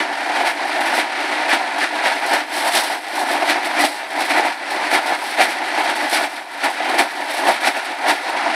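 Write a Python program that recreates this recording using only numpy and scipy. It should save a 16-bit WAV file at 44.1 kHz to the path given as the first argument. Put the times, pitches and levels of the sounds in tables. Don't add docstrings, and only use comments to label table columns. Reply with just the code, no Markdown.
import sys
import numpy as np
from scipy import signal
from scipy.fft import rfft, irfft, next_fast_len
from scipy.io import wavfile
from scipy.ndimage import uniform_filter1d

SR = 44100
rng = np.random.default_rng(int(sys.argv[2]) if len(sys.argv) > 2 else 0)


def generate_wav(signal):
    frames = np.transpose(np.atleast_2d(signal))
    scaled = np.clip(frames, -1, 1) * 32767
    pcm = np.round(scaled).astype(np.int16)
    wavfile.write(sys.argv[1], SR, pcm)


N = 377045
TOP_HZ = 15650

# (frequency [Hz], relative level [dB])
PATTER_COLOUR = [(500, -21), (2000, 1.5), (3200, -2.5), (4300, 1.5), (5600, -3.5), (6800, -13.5),
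                 (8200, -5), (10500, -5), (13000, -16.5), (15500, -23)]


def conveyor(drone_db, clatter_db, boom_db, steel):
    # (frequency [Hz], relative level [dB])
    drone_colour = [(300, -16.5), (430, -23.5), (560, -9), (700, -0.5), (780, 1), (850, 1), (960, -4),
                    (1100, -16), (2000, -11), (5000, -79)]
    boom_colour = [(150, -40), (200, -28), (240, -14.5), (275, -10.5), (300, 3), (325, -7.5), (390, -7),
                   (480, -29.5), (800, -70)]
    clatter_colour = [(300, -58), (1000, -13), (1400, -3), (1900, -0.5), (2500, -5.5), (3100, -11.5),
                      (4300, -12.5), (5500, -18.5), (6300, -24.5), (7000, -30), (8200, -25.5), (9700, -25),
                      (12000, -36.5), (15500, -84)]
    shared_flicker = flicker(12, 0.27)
    slats = hail(900, 1.8)
    links = hail(2000, 2.6)
    drone = strike(slats * shared_flicker * flicker(17, 0.87), drone_colour, steel)
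    boom = strike(slats, boom_colour, steel)
    clatter = strike(links * shared_flicker, clatter_colour, steel)
    return undb(drone_db) * drone + undb(boom_db) * boom + undb(clatter_db) * clatter


def ears(steel):
    # (time [s], level [dB], treble over the thud [dB], first blow over the tumble [dB])
    landings = [(0.231, -18, -30, -6), (0.296, -12, -23, 10), (0.343, -13, -24, 1), (0.405, -8, -20, 7.5),
                (0.45, -9.5, -19, 4), (0.642, -16, -18, 3), (0.759, -9.5, -31, 8), (0.803, -6, -16, -2),
                (0.865, -15, -17, 11), (0.921, -12.5, -16, 10), (0.979, 0.5, -20, 1), (1.201, -9.5, -20, 3),
                (1.324, -11, -26, 4), (1.489, -4, -19, 3), (1.53, -2.5, -19.5, 7), (1.78, -10, -16, 3),
                (1.833, -5, -30, -3), (1.949, -13, -21, 2), (2.042, -4, -30, 1), (2.258, -12, -10, -6),
                (2.287, -15, -11, -1), (2.331, -6, -11.5, 11), (2.654, -10, -20, 5), (2.672, -6, -10, 0),
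                (2.743, -6, -9, 0), (2.898, -11, -25, 4), (3.19, -8, -12, 0), (3.266, -7, -25, 0),
                (3.304, -12, -20, -2), (3.354, -10, -23, 7), (3.42, -10, -25, 0), (3.474, -14, -19, 5),
                (3.494, 1.5, -17.5, -5), (3.64, -8.5, -21, 0), (3.788, -8, -12.5, 6),
                (3.838, -1.5, -14.5, 9), (4.191, -14, -10, -3), (4.298, -7, -19, -5), (4.449, -4, -18, 4),
                (4.762, -12, -24, 8), (4.928, -1, -13.5, 2), (5.077, -11, -19, 3), (5.386, -5.5, -26, 8),
                (5.404, 3.5, -17, 5), (5.484, -7, -19, 0), (5.61, -10, -26, -3), (5.739, -10, -21, -2),
                (5.776, -7.5, -24, 8.5), (5.799, -13, -20, 3), (5.891, -0.5, -22, -2), (5.956, -7, -17, 0),
                (6.028, -11, -24, 1), (6.127, 0.5, -14, -1.5), (6.237, -6, -22, 3), (6.635, -1.5, -15, -1),
                (6.803, -6, -27, 4.5), (6.841, -9, -19, 2), (6.867, -9.5, -29, 5), (6.942, -4.5, -21, 6.5),
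                (6.982, 3.5, -16.5, -2), (7.296, -10, -21, 7), (7.342, -9, -19, 5), (7.39, -8, -19, 4),
                (7.467, 1, -22, 1), (7.65, -6, -11, 2), (7.672, -1.5, -18.5, 6), (7.763, -8, -19, 2),
                (8.028, -16, -23, 6), (8.063, -9, -16, 0), (8.1, -9, -16, 2), (8.286, -7, -19, 0),
                (8.34, -18, -25, 3), (8.529, -13, -31, 3)]
    # (frequency [Hz], relative level [dB])
    knock_colour = [(200, -18), (300, 0.5), (480, -12.5), (680, 5.5), (900, -1.5), (1100, -15),
                    (1900, -8.5), (3200, -17), (8000, -40), (15500, -60)]
    thud_colour = [(150, -52), (220, -21), (300, 1), (440, -15), (720, 10.5), (950, 4), (1100, -27),
                   (1900, 1), (3200, -4.5), (6000, -58)]
    tumble_ms = 20.6
    times, level_db, treble_db, blow_db = np.transpose(landings)
    knocks = hail(1500, 2.0)

    first_blows = np.zeros_like(knocks)
    spot = np.arange(len(times)) % len(first_blows)
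    first_blows[spot, (times * SR).astype(int)] = undb(level_db + blow_db)

    thud_flow = bursts(times, level_db, tumble_ms)
    crack_flow = bursts(times, level_db + treble_db, tumble_ms)
    blow = strike(first_blows, knock_colour, steel)
    tumble = strike(knocks * thud_flow, thud_colour, steel)
    cracks = strike(knocks * crack_flow, PATTER_COLOUR, steel)
    return undb(8.5) * blow + undb(-17.0) * tumble + undb(-6.0) * cracks


def kernels(stream_db, steel):
    # (time [s], level [dB])
    sprays = [(0.4633, -21), (0.85, -22), (0.9457, -20), (1.5239, -22), (1.8173, -30), (2.0403, -32),
              (2.3346, -25), (2.5511, -27), (2.5885, -34), (2.6529, -28), (2.75, -27), (3.15, -25),
              (3.201, -21), (3.3094, -26), (3.4665, -28), (3.6436, -21), (3.8, -12.5), (3.8377, -15),
              (4.2, -18), (4.2428, -22), (4.2911, -18), (4.373, -23), (4.4478, -21), (4.6987, -22),
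              (4.9, -19), (4.935, -16), (5.055, -21), (5.3023, -31), (5.378, -19), (5.43, -20),
              (5.4939, -19), (5.78, -24), (5.8326, -21), (5.9499, -23), (6.0272, -31), (6.092, -23),
              (6.137, -21), (6.6358, -21), (6.6932, -24), (6.8882, -22), (6.9895, -12.5), (7.2948, -22),
              (7.3302, -19), (7.3672, -21), (7.4764, -13), (7.6031, -23), (7.6595, -20), (7.8396, -25),
              (8.0755, -12)]
    spray_ms, spray_rise_ms = 28, 4.6
    times, level_db = np.transpose(sprays)
    stream = flicker(14, 2.9) * undb(stream_db)
    handfuls = undb(-10) * bursts(times, level_db, spray_ms, spray_rise_ms)
    return strike(hail(2200, 3.9) * (stream + handfuls), PATTER_COLOUR, steel)


def running_levels():
    # (time of the top [s], drone lift [dB], clatter lift [dB], boom lift [dB])
    surges = [(.005, 5.5, 5, 11), (.36, 5.5, 4, 3), (.48, 3, 6.5, -5), (.88, 3.5, 2, 2), (.95, 3, 3, 1),
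              (1.0, 3, 8, 8), (1.33, 1.5, 1.5, 5), (1.534, 8.5, 10, -1), (1.83, 2, 7.5, 5),
              (1.96, 4.5, 1, 4), (2.063, 8, 9.5, -3), (2.13, 4.5, 3.5, 2), (2.331, 4, 3.7, 2),
              (2.365, 6, 3.5, -5), (2.68, 4.5, 5.5, -4), (2.77, 3, 5, 8), (3.17, 4, -0.8, 2),
              (3.22, 5.5, -2, 7), (3.33, 6, 0, 8), (3.43, 4, 0, 5), (3.5, 2, 8, 9), (3.57, 4.5, -0.5, 5),
              (3.8, 2.5, 3, 6), (3.84, 4.5, 2, 7), (4.21, 3.5, 0, 6), (4.312, 7, 6, 11), (4.378, 8, 6.5, 8),
              (4.455, 1, 0, -2), (4.81, 2.5, -1.5, -1), (4.951, 7, 9, 12.5), (4.985, 2.5, 2, 2),
              (5.12, 4.5, 0, -5), (5.412, 9.5, 9, -4), (5.45, 2, 3.5, 4), (6.05, 4.5, 2.3, 3),
              (6.17, 1, 7.5, 6), (6.24, 2, 1.5, 5), (6.64, 2, 6, 2), (6.675, 6.5, 2.5, 4), (6.9, 3, 0.5, 0),
              (6.95, 0, -2, 8), (7.002, 10, 8.5, 15), (7.43, 6.5, 2, 10), (7.49, 13, 5, 8), (7.67, 0, 7, 9),
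              (7.79, 4.5, 2.5, -17), (8.05, 3, -3, -4), (8.097, 7, 11, 12), (8.36, 1.5, -1.5, -10),
              (8.47, 4, -0.5, 3)]
    # (time of the bottom [s], depth [dB], recovery [s])
    lulls = [(.06, 4.5, 0.34), (.525, 4, 0.19), (1.085, 4.5, 0.12), (1.44, 0.5, 0.033), (1.67, 3, 0.16),
             (1.9, 4.5, 0.081), (2.19, 3.5, 0.047), (2.45, 7.5, 0.075), (2.5, 6, 0.079), (2.71, 4, 0.037),
             (2.86, 3, 0.07), (2.999, 11, 0.23), (3.25, 4.5, 0.046), (3.62, 2, 0.19), (3.91, 8, 0.24),
             (4.08, 7, 0.14), (4.28, 4, 0.05), (4.559, 9.5, 0.15), (5.02, 2, .08), (5.19, 5.5, 0.25),
             (5.57, 3, 0.2), (6.09, 3, 0.033), (6.29, 9, 0.3), (6.45, 10, 0.24), (6.72, 5, 0.15),
             (7.07, 5.5, 0.56), (7.6, 6, 0.035), (7.73, 5, 0.051), (7.81, 7, 0.13), (7.964, 9.5, 0.078),
             (8.192, 5.5, 0.17)]
    # (time [s], level [dB])
    stream = [(0, -46), (.8, -40), (1.0, -37), (1.15, -48), (2.45, -37), (2.55, -31.5), (2.8, -25),
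              (3.0, -36.5), (3.3, -34.5), (3.6, -41), (4.1, -36), (4.7, -43.5), (5.3, -32.5), (5.6, -45),
              (6.07, -38), (6.12, -24), (6.25, -27.5), (6.29, -35.5), (6.8, -44), (7.3, -35), (7.9, -40),
              (8.25, -42), (8.55, -59)]
    drone_base_db, clatter_base_db, boom_base_db = -22.5, -23.5, -35
    surge_rise_s, surge_fall_s = 0.045, 0.044
    lull_fall_s, lull_bend = 0.062, 1.23
    stream_surge, stream_dip = 0.83, 0.43

    t = np.arange(0, N / SR + .002, .001)
    bottom_s, depth_db, recovery_s = np.transpose(lulls)
    dip_db = depth_db @ tents(t, bottom_s, lull_fall_s, recovery_s, lull_bend)
    top_s, *lifts = np.transpose(surges)
    drone_up, clatter_up, boom_up = np.array(lifts) @ tents(t, top_s, surge_rise_s, surge_fall_s)

    drone_db = drone_base_db + drone_up - dip_db
    clatter_db = clatter_base_db + clatter_up - dip_db
    boom_db = boom_base_db + boom_up - dip_db
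    stream_db = np.interp(t, *np.transpose(stream)) + stream_surge * clatter_up - stream_dip * dip_db
    sample_s = np.arange(N) / SR
    return [np.interp(sample_s, t, db) for db in (drone_db, clatter_db, boom_db, stream_db)]


def sheet():
    t60_1khz_s, damping = 0.086, 0.32
    hz = np.arange(140, TOP_HZ, 20.)
    hz += rng.uniform(-6, 6, len(hz))
    t60 = t60_1khz_s * (hz / 1000) ** -damping
    t = np.arange(3072) / SR
    fade = np.exp(-np.log(1000) * np.outer(1 / t60, t))
    rings = np.sin(2 * np.pi * np.outer(hz, t)) * fade
    return hz, rings / np.sqrt(t60)[:, None]


def strike(blows, colour, steel):
    hz, rings = steel
    colour_hz, colour_db = np.transpose(colour)
    gain = undb(np.interp(np.log(hz), np.log(colour_hz), colour_db))
    share = rng.standard_normal((len(blows), len(hz)))
    share /= np.sqrt(np.sum(share ** 2, axis=0))
    spots = (share * gain) @ rings
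    spots /= np.sqrt(np.sum(spots ** 2, axis=1, keepdims=True))
    size = next_fast_len(N + spots.shape[1])
    spectrum = np.sum(rfft(blows, size) * rfft(spots, size), axis=0)
    return irfft(spectrum, size)[:N]


def hail(rate, spread_db, clump_db=2.0, count=6):
    spot, when, hard = rng.random((3, int(rate * N / SR)))
    spot = (spot * count).astype(int)
    stretches = 214
    busy = rng.standard_normal((count, stretches))[spot, (when * stretches).astype(int)]
    hardness = np.minimum(-np.log(hard), 3.5)
    ticks = np.zeros((count, N))
    ticks[spot, (when * N).astype(int)] = undb(spread_db * hardness + clump_db * busy)
    return unit(ticks) / np.sqrt(count)


def flicker(rate, depth_db):
    hold = int(SR / rate)
    steps = np.repeat(rng.standard_normal(N // hold + 1), hold)
    return undb(depth_db * uniform_filter1d(steps, hold)[:N])


def bursts(times, level_db, ms, rise_ms=2):
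    out = np.zeros(N + 4096)
    age_ms = np.arange(4096) / SR * 1000
    shape = np.minimum(age_ms / rise_ms, 1) * np.exp(-(age_ms / ms) ** 1.4)
    for s, db in zip(times, level_db):
        out[int(s * SR):][:len(age_ms)] += undb(db) * shape
    return out[:N]


def tents(t, times, before_s, after_s, bend=1):
    age = t - times[:, None]
    late = np.maximum(age, 0) / np.maximum(np.reshape(after_s, (-1, 1)), .01)
    return np.maximum(np.where(age < 0, 1 + age / before_s, 1 - late ** bend), 0)


def undb(db):
    return 10 ** (np.asarray(db) / 20)


def unit(x):
    return x / np.sqrt(np.mean(x ** 2))


def scene():
    drone_db, clatter_db, boom_db, stream_db = running_levels()
    steel = sheet()
    rattle = conveyor(drone_db, clatter_db, boom_db, steel)
    return (rattle + ears(steel) + kernels(stream_db, steel))[None]


def record(dry):
    knee, ceiling = .5, .73
    thin = signal.sosfilt(signal.butter(5, 250, "high", fs=SR, output="sos"), dry)
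    over = np.maximum(np.abs(thin) - knee, 0)
    room = ceiling - knee
    rounded = thin - np.sign(thin) * (over - room * np.tanh(over / room))
    thinner = signal.sosfilt(signal.butter(1, 70, "high", fs=SR, output="sos"), rounded)
    return signal.sosfilt(signal.ellip(12, .2, 80, TOP_HZ, fs=SR, output="sos"), thinner)


dry = scene()
out = record(dry)
generate_wav(out)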